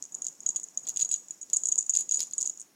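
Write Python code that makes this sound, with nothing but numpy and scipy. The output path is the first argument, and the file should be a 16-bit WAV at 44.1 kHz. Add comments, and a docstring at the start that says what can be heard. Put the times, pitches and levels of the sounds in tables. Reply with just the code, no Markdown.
"""A small bell loose inside a slotted plastic ball is shaken in bursts close to a phone in a quiet living room.
The pellet strikes the damped bell (short ringing modes and ticks) and small rattles fill the gaps.
The bell knocks and skids on the plastic shell (shell modes, ticks and sliding hiss).
A faint treble hiss flickers and uneven low noise swells and sinks through the shaking.
The room answers with a brief noise tail over a low room tone."""
import sys
import numpy as np
from scipy import signal
from scipy.fft import rfft, irfft
from scipy.io import wavfile

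SR = 44100
rng = np.random.default_rng(int(sys.argv[2]) if len(sys.argv) > 2 else 0)


def voltage_ratio(decibels):
    """Convert decibels (scalar or array-like) to amplitude ratios, 20 dB per decade."""
    exponent = np.asarray(decibels, float) / 20
    return 10 ** exponent


def int16_out(signal):
    """Quantize to a 16-bit WAV file."""
    q = np.round(np.clip(np.atleast_2d(signal).T, -1, 1) * 32767)
    wavfile.write(sys.argv[1], SR, q.astype(np.int16))


N = 121275  # length in samples

# settings shared by several layers
BELL_FAVOUR_HZ, BELL_DETUNE = 260, 0.0051  # width of a blow's favour; relative scatter of the modes
SHELL_FAVOUR_HZ, SHELL_DETUNE, SHELL_T60_S = 890, 0.03, 0.0079
STRIKE_HOLD_S, STRIKE_LEAD_S = 0.017, 0.0026  # how the stir of the strikes fades and builds
KNOCK_HOLD_S, KNOCK_LEAD_S = 0.014, 0.0069  # the same for the knocks
LAYERS_UNTIL_S = 2.63  # chance contacts stop here and the treble hiss starts to fade


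def level(x, db):
    """Scale to an rms level."""
    return x * voltage_ratio(db) / np.sqrt(np.mean(x ** 2))


def band(x, lo_hz, hi_hz):
    """Second-order band-pass."""
    return signal.sosfilt(signal.butter(2, [lo_hz, hi_hz], "band", fs=SR, output="sos"), x)


def ring(times, peak_db, modes, favoured_hz, width_hz, t60_s, detune):
    """Each blow rings all modes, those near its favoured pitch most, the weak ones most unevenly."""
    contact_s, favour_db, scatter_db = 0.00051, 13, 2
    out = np.zeros(N + SR)
    mode_hz, mode_db, ring_times = np.array(modes, float).T
    t = np.arange(SR // 25) / SR
    chance = rng.standard_normal((len(times), 2, len(mode_hz)))
    rise = 1 - np.exp(-(t / contact_s) ** 2)
    t60_s = np.broadcast_to(t60_s, len(times))
    for start, db, pitch, t60, (uneven, shift) in zip(times, peak_db, favoured_hz, t60_s, chance):
        scatter = scatter_db * uneven * (1 - mode_db / 20)
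        favour = favour_db * np.exp(-((mode_hz - pitch) / width_hz) ** 2)
        gain = voltage_ratio(mode_db + scatter + favour)
        mode_t60 = np.clip(ring_times * t60, .002, 1)[:, None]
        fade = np.exp(-np.log(1000) * t / mode_t60)
        hz = (mode_hz * (1 + detune * shift))[:, None]
        blow = rise * (gain @ (fade * np.sin(2 * np.pi * hz * t)))
        i = max(int(start * SR), 0)
        out[i:i + len(t)] += blow * voltage_ratio(db) / np.abs(blow).max()
    return out[:N]


def ticks(times, db):
    """Broad short cracks of hard contact: treble noise in decaying puffs."""
    decay_s = 0.0011
    kicks = np.zeros(N)
    np.add.at(kicks, np.clip((times * SR).astype(int), 0, N - 1), voltage_ratio(db))
    puffs = signal.lfilter([1], [1, -np.exp(-1 / (decay_s * SR))], kicks)
    return puffs * band(rng.standard_normal(N), 7500, 12700)


def stir(table, hold_s, lead_s):
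    """How strongly the ball is astir: the blows of a table, building over lead_s and fading over hold_s."""
    t = np.arange(-SR // 4, SR // 4 + 1) / SR
    blows = np.array(table).T
    power = np.bincount((blows[0] * SR).astype(int), voltage_ratio(2 * blows[1]), N)
    swell = np.exp(-2 * np.maximum(t / hold_s, -t / lead_s))
    return np.sqrt(np.abs(signal.fftconvolve(power, swell, "same")))


def chance_contacts(per_s, strength):
    """Random times, levels in dB that follow the strength, and a spare draw from 0 to 1."""
    spread_db = 2.5
    draws = rng.random((2500, 3))
    times = np.cumsum(-np.log(1 - draws[:, 0])) / per_s
    keep = times < min(LAYERS_UNTIL_S, N / SR)
    times, draws = times[keep], draws[keep]
    db = 20 * np.log10(strength[(times * SR).astype(int)] + 1e-9)
    return times, db - spread_db * np.log(1 - draws[:, 1]), draws[:, 2]


# strikes of the pellet on the bell: start_s [s], level_db [dB, peak of the ringing],
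# pitch_hz [Hz, favoured by the strike], t60_s [s, ring left by the grip of the shell]
BELL_STRIKES = [(0.025, -19, 6530, 0.0022), (0.039, -33, 6150, 0.009), (0.053, -28.5, 6530, 0.0023),
                (0.1221, -35, 6900, 0.029), (0.1444, -25, 6700, 0.013), (0.1494, -20.5, 6550, 0.0036),
                (0.185, -34.5, 6940, 0.021), (0.2199, -19.5, 6690, 0.0095), (0.2442, -24, 6750, 0.012),
                (0.2512, -22, 6750, 0.0012), (0.2672, -15.5, 7130, 0.0045), (0.2837, -23, 6600, 0.003),
                (0.3264, -40, 6860, 0.0056), (0.4046, -29, 7080, 0.0091), (0.4325, -34.5, 6800, 0.0075),
                (0.4636, -13, 6780, 0.013), (0.472, -27, 6780, 0.014), (0.484, -33, 7900, 0.012),
                (0.4896, -13, 6700, 0.012), (0.494, -27, 6850, 0.0085), (0.5043, -23, 6800, 0.0084),
                (0.5603, -15.5, 6640, 0.016), (0.5652, -16, 7000, 0.004), (0.5981, -26.5, 6530, 0.011),
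                (0.6324, -27, 7250, 0.019), (0.64, -22.5, 6800, 0.0098), (0.686, -33, 6680.0, 0.0034),
                (0.7742, -15, 6630, 0.0089), (0.832, -39.5, 6740, 0.069), (0.8694, -23, 7200, 0.0049),
                (0.874, -24.5, 6470, 0.0088), (0.8866, -17.5, 6600, 0.0044), (0.893, -18.5, 6700, 0.0068),
                (0.9013, -21, 6760, 0.0024), (0.961, -21.0, 6870.0, 0.0088), (0.972, -13, 7100, 0.0037),
                (0.9935, -21.5, 6560, 0.016), (1.001, -17.5, 7100, 0.0073), (1.0099, -16.5, 7100, 0.015),
                (1.0167, -21, 6800, 0.012), (1.0217, -12.5, 6780, 0.019), (1.0267, -18.5, 6770, 0.011),
                (1.0484, -17.5, 6760, 0.013), (1.056, -25, 6700, 0.011), (1.0906, -20, 6800, 0.015),
                (1.0954, -28, 6800, 0.023), (1.1131, -19.5, 6770, 0.025), (1.1159, -19.5, 7880, 0.016),
                (1.1248, -20, 6850, 0.017), (1.1319, -18.5, 6770.0, 0.011), (1.1405, -12.5, 6780, 0.013),
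                (1.1485, -26, 6830, 0.01), (1.1596, -26, 6570, 0.038), (1.284, -33, 7000, 0.0087),
                (1.3075, -22, 7060, 0.019), (1.4132, -29.5, 6950, 0.021), (1.42, -33, 7070, 0.017),
                (1.4288, -28, 6900, 0.014), (1.5007, -25.5, 6660, 0.0014), (1.5328, -11, 7030, 0.015),
                (1.5358, -21, 6500, 0.015), (1.539, -24.5, 6760, 0.046), (1.562, -17, 6800, 0.012),
                (1.568, -8, 7230, 0.01), (1.6357, -15.5, 7050, 0.0071), (1.6556, -13, 7040, 0.012),
                (1.67, -19, 7500, 0.0086), (1.6793, -28, 7000, 0.018), (1.6863, -15, 7100, 0.017),
                (1.7177, -20.5, 6800, 0.016), (1.7223, -11, 6670, 0.013), (1.7567, -17, 7140, 0.0064),
                (1.779, -17, 7100, 0.011), (1.7836, -11.5, 7060, 0.018), (1.7877, -12.5, 7000, 0.015),
                (1.8083, -19.5, 7150, 0.011), (1.826, -23.5, 7000, 0.0099), (1.8631, -26.5, 7050, 0.023),
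                (1.8952, -9, 6960, 0.0088), (1.899, -14.5, 6940.0, 0.012), (1.9064, -17, 7140, 0.0065),
                (1.9368, -17, 6780, 0.023), (1.9512, -13, 7330, 0.012), (1.9602, -24.5, 6920.0, 0.0084),
                (1.964, -12.5, 7040, 0.0093), (1.9709, -8, 6930, 0.01), (1.987, -17, 6660, 0.051),
                (2.008, -18.5, 6980, 0.022), (2.0213, -26, 6740, 0.019), (2.092, -20, 6740, 0.014),
                (2.1112, -15.5, 6700, 0.013), (2.121, -12.5, 6840, 0.015), (2.1252, -21, 6800, 0.011),
                (2.137, -23.5, 6660, 0.048), (2.1435, -16, 6770.0, 0.016), (2.1566, -20, 6600, 0.043),
                (2.1711, -18, 6560, 0.026), (2.192, -25.5, 7100, 0.037), (2.2046, -11.5, 6400, 0.0011),
                (2.2067, -28, 6570, 0.0094), (2.2165, -18.5, 6800, 0.0076), (2.2192, -25, 6550, 0.021),
                (2.2295, -17.5, 7000.0, 0.0071), (2.2364, -24, 7260, 0.0026), (2.2697, -33, 7080.0, 0.029),
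                (2.3109, -30, 7340, 0.0052), (2.335, -20, 7210, 0.011), (2.3806, -13, 8030, 0.0086),
                (2.385, -26.5, 6880.0, 0.022), (2.4043, -25, 7260, 0.0086), (2.4102, -17.5, 6260, 0.0075),
                (2.4131, -25.5, 7100, 0.035), (2.4186, -17.5, 6470, 0.0025), (2.4276, -13, 7060, 0.0032),
                (2.455, -26, 6640, 0.033), (2.4606, -15, 6850, 0.0037), (2.4744, -14.5, 6700, 0.0041),
                (2.4963, -19.5, 6620, 0.011), (2.5745, -30.5, 6700, 0.0054), (2.598, -31, 7100, 0.011),
                (2.6058, -30.5, 7500, 0.0065), (2.6152, -26.5, 7400, 0.0029)]
# modes of the bell: pitch_hz [Hz], level_db [dB, relative], ring_x [multiple of the blow's t60]
BELL_MODES = [(6220, -8, .6), (6770, -2.5, 1.5), (7005, -7.5, 1.0), (7340, -11, .6), (7880, -9.5, 1.5),
              (8590, -10, .4), (9200, -16.5, 1.1)]


def strikes():
    """The pellet hits the bell: damped modes ring behind a hard tick."""
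    start_s, level_db, pitch_hz, t60_s = np.array(BELL_STRIKES).T
    ringing = ring(start_s, level_db, BELL_MODES, pitch_hz, BELL_FAVOUR_HZ, t60_s, BELL_DETUNE)
    return ringing + ticks(start_s, level_db - 28.5)


def rattle():
    """The pellet rolls and bounces around the strikes: many chance blows ring the bell faintly."""
    per_s, below_strikes_db, t60_s = 550, -23, 0.013
    strength = stir(BELL_STRIKES, STRIKE_HOLD_S, STRIKE_LEAD_S) * voltage_ratio(below_strikes_db)
    times, db, chance = chance_contacts(per_s, strength)
    pitch_hz = 6500 + 600 * chance
    ringing = ring(times, db, BELL_MODES, pitch_hz, BELL_FAVOUR_HZ, t60_s, BELL_DETUNE)
    return ringing + ticks(times, db - 27.5)


# knocks of the bell on the shell: start_s [s], level_db [dB, peak of the ringing],
# pitch_hz [Hz, favoured by the knock], crack_db [dB, crack over the knock]
SHELL_KNOCKS = [(0.2653, -46, 4440, -12), (0.4629, -52, 3680, -20), (0.5617, -41.5, 3520, -18),
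                (0.854, -46.5, 3400, -20), (0.8734, -39, 3760, -22), (0.8915, -37.5, 4360, 11),
                (0.9698, -35.5, 3330, -8), (0.9974, -30, 3900, -13), (1.0113, -34, 3780, -13),
                (1.0167, -33.5, 3870, -7), (1.1127, -36, 3550, -11), (1.1312, -36.5, 3950, -16),
                (1.1379, -36, 4000, -7), (1.1415, -42.5, 3970, -20), (1.4993, -49.5, 3600.0, 10),
                (1.5335, -45, 4900, -4), (1.5377, -47, 4330, 17.5), (1.685, -50, 4650.0, 10),
                (1.7217, -40.5, 4600, -8), (1.9505, -30, 4330, -7), (1.97, -45, 4130.0, 0),
                (1.9944, -39.5, 4400, 4), (2.0077, -37.5, 4540, 7), (2.1122, -34, 4630, -17),
                (2.1421, -34, 4850, -22), (2.193, -28, 4650, -24), (2.2054, -27, 4280, 0.5),
                (2.2173, -45, 4200, 1), (2.2246, -36, 4360.0, 1), (2.325, -43, 4600.0, 2),
                (2.411, -38.5, 4640, 6), (2.449, -44.5, 4850, -10.5)]
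# modes of the shell: pitch_hz [Hz], level_db [dB, relative], ring_x [multiple of SHELL_T60_S]
SHELL_MODES = [(1822, -9, 1.1), (2763, -4, 1.1), (3400, -6, 1.3), (4000, -11.5, 2.4), (4287, -6, 1.6),
               (4870, 8, .7), (5300, -14.5, .6)]


def knocks():
    """The bell hits the plastic shell: short modes and a crack of its own level."""
    start_s, level_db, pitch_hz, crack_db = np.array(SHELL_KNOCKS).T
    ringing = ring(start_s, level_db, SHELL_MODES, pitch_hz, SHELL_FAVOUR_HZ, SHELL_T60_S, SHELL_DETUNE)
    return ringing + ticks(start_s, level_db + crack_db)


def scrape():
    """The bell skids along the ribs of the shell around the knocks, and faintly around every strike."""
    per_s, below_knocks_db, below_strikes_db = 850, -16, -46
    strength = stir(SHELL_KNOCKS, KNOCK_HOLD_S, KNOCK_LEAD_S) * voltage_ratio(below_knocks_db)
    strength += stir(BELL_STRIKES, STRIKE_HOLD_S, STRIKE_LEAD_S) * voltage_ratio(below_strikes_db)
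    times, db, chance = chance_contacts(per_s, strength)
    pitch_hz = 3000 + 2300 * chance
    ringing = ring(times, db, SHELL_MODES, pitch_hz, SHELL_FAVOUR_HZ, SHELL_T60_S, SHELL_DETUNE)
    return ringing + ticks(times, db - 12)


def grit():
    """Fine sliding hiss of metal on plastic while the bell skids: broad noise that follows the knocks."""
    below_knocks_db = -23.5
    hiss = level(band(rng.standard_normal(N), 2500, 14000), below_knocks_db)
    return hiss * stir(SHELL_KNOCKS, KNOCK_HOLD_S, KNOCK_LEAD_S)


def treble_hiss():
    """A faint broad flickering hiss between about 5.3 and 8.3 kHz, fading out near the end."""
    lo_hz, hi_hz, flicker_db, fade_s = 5300, 8260, 3.2, 0.055
    fade = np.clip((LAYERS_UNTIL_S - np.arange(N) / SR) / fade_s + 1, 0, 1)
    flicker = voltage_ratio(flicker_db * level(band(rng.standard_normal(N), 22, 40), 0))
    hiss = band(rng.standard_normal(N), lo_hz, hi_hz) * flicker
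    return level(band(hiss, lo_hz, hi_hz), -62.5) * fade


# contour of the low noise: time_s [s], level_db [dB]
LOW_NOISE_CONTOUR = [(0, -63), (.1, -74.5), (0.149, -60.5), (.35, -70), (.49, -62), (.72, -71.5),
                     (.84, -62), (1.15, -66), (1.22, -71), (1.46, -74.5), (1.52, -65.5), (1.75, -63.5),
                     (1.9, -75.5), (2.0, -61), (2.11, -71), (2.2, -57), (2.3, -71.5), (2.46, -61.5),
                     (2.56, -73.5)]


def low_noise():
    """Low noise swells and sinks through the shaking: three bands, each uneven in its own way."""
    flutter_db = 2.5
    edges_hz = np.geomspace(133.5, 1133, 4)
    out = np.zeros(N)
    for lo, hi in zip(edges_hz, edges_hz[1:]):
        flutter = voltage_ratio(flutter_db * level(band(rng.standard_normal(N), 3.8, 25), 0))
        out += level(band(rng.standard_normal(N), lo, hi), 0) * flutter
    time_s, level_db = np.array(LOW_NOISE_CONTOUR).T
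    return level(out, 0) * voltage_ratio(np.interp(np.arange(N) / SR, time_s, level_db))


def room(x):
    """Diffuse echoes of furnished walls: a decaying noise tail that fades in after a short gap."""
    t60_s, tail_db, gap_s = 0.36, -16.5, 0.0024
    t = np.arange(SR // 2) / SR
    tail = rng.standard_normal(len(t)) * voltage_ratio(-60 * t / t60_s) * np.clip(t / gap_s - 1, 0, 1)
    tail *= voltage_ratio(tail_db) / np.sqrt(np.sum(tail ** 2))
    return signal.fftconvolve(x, tail)[:N]


# spectrum of the room tone: pitch_hz [Hz], density_db [dB per Hz, relative]
ROOM_TONE = [(35, -27), (70, -15.5), (130, -22), (280, 0.5), (520, -9.5), (900, -11.5), (1600, -12),
             (3500, -15), (5000, -15.5), (5600, -6), (8000, -24.5), (9000, -14), (15500, -19.5)]


def tone():
    """Steady room tone and microphone hiss: noise shaped in frequency."""
    hz = np.fft.rfftfreq(N, 1 / SR) + 1
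    pitch_hz, density_db = np.array(ROOM_TONE).T
    shape = voltage_ratio(np.interp(np.log(hz), np.log(pitch_hz), density_db))
    return level(irfft(rfft(rng.standard_normal(N)) * shape, N), -65.5)


def scene():
    """Ball and treble hiss, their echo in the room, low noise and room tone."""
    near = strikes() + rattle() + knocks() + scrape() + grit() + treble_hiss()
    return (near + room(near) + low_noise() + tone())[None]


def roll_off(x):
    """The treble ends steeply here."""
    return signal.sosfilt(signal.butter(12, 16500, fs=SR, output="sos"), x)


def record(dry):
    """The phone cuts the top with a steep low-pass at 15850 Hz."""
    low_pass = signal.ellip(8, .2, 45, 15850, fs=SR, output="sos")
    finished = signal.sosfilt(low_pass, dry)
    return roll_off(finished)


dry = scene()
out = record(dry)
int16_out(out)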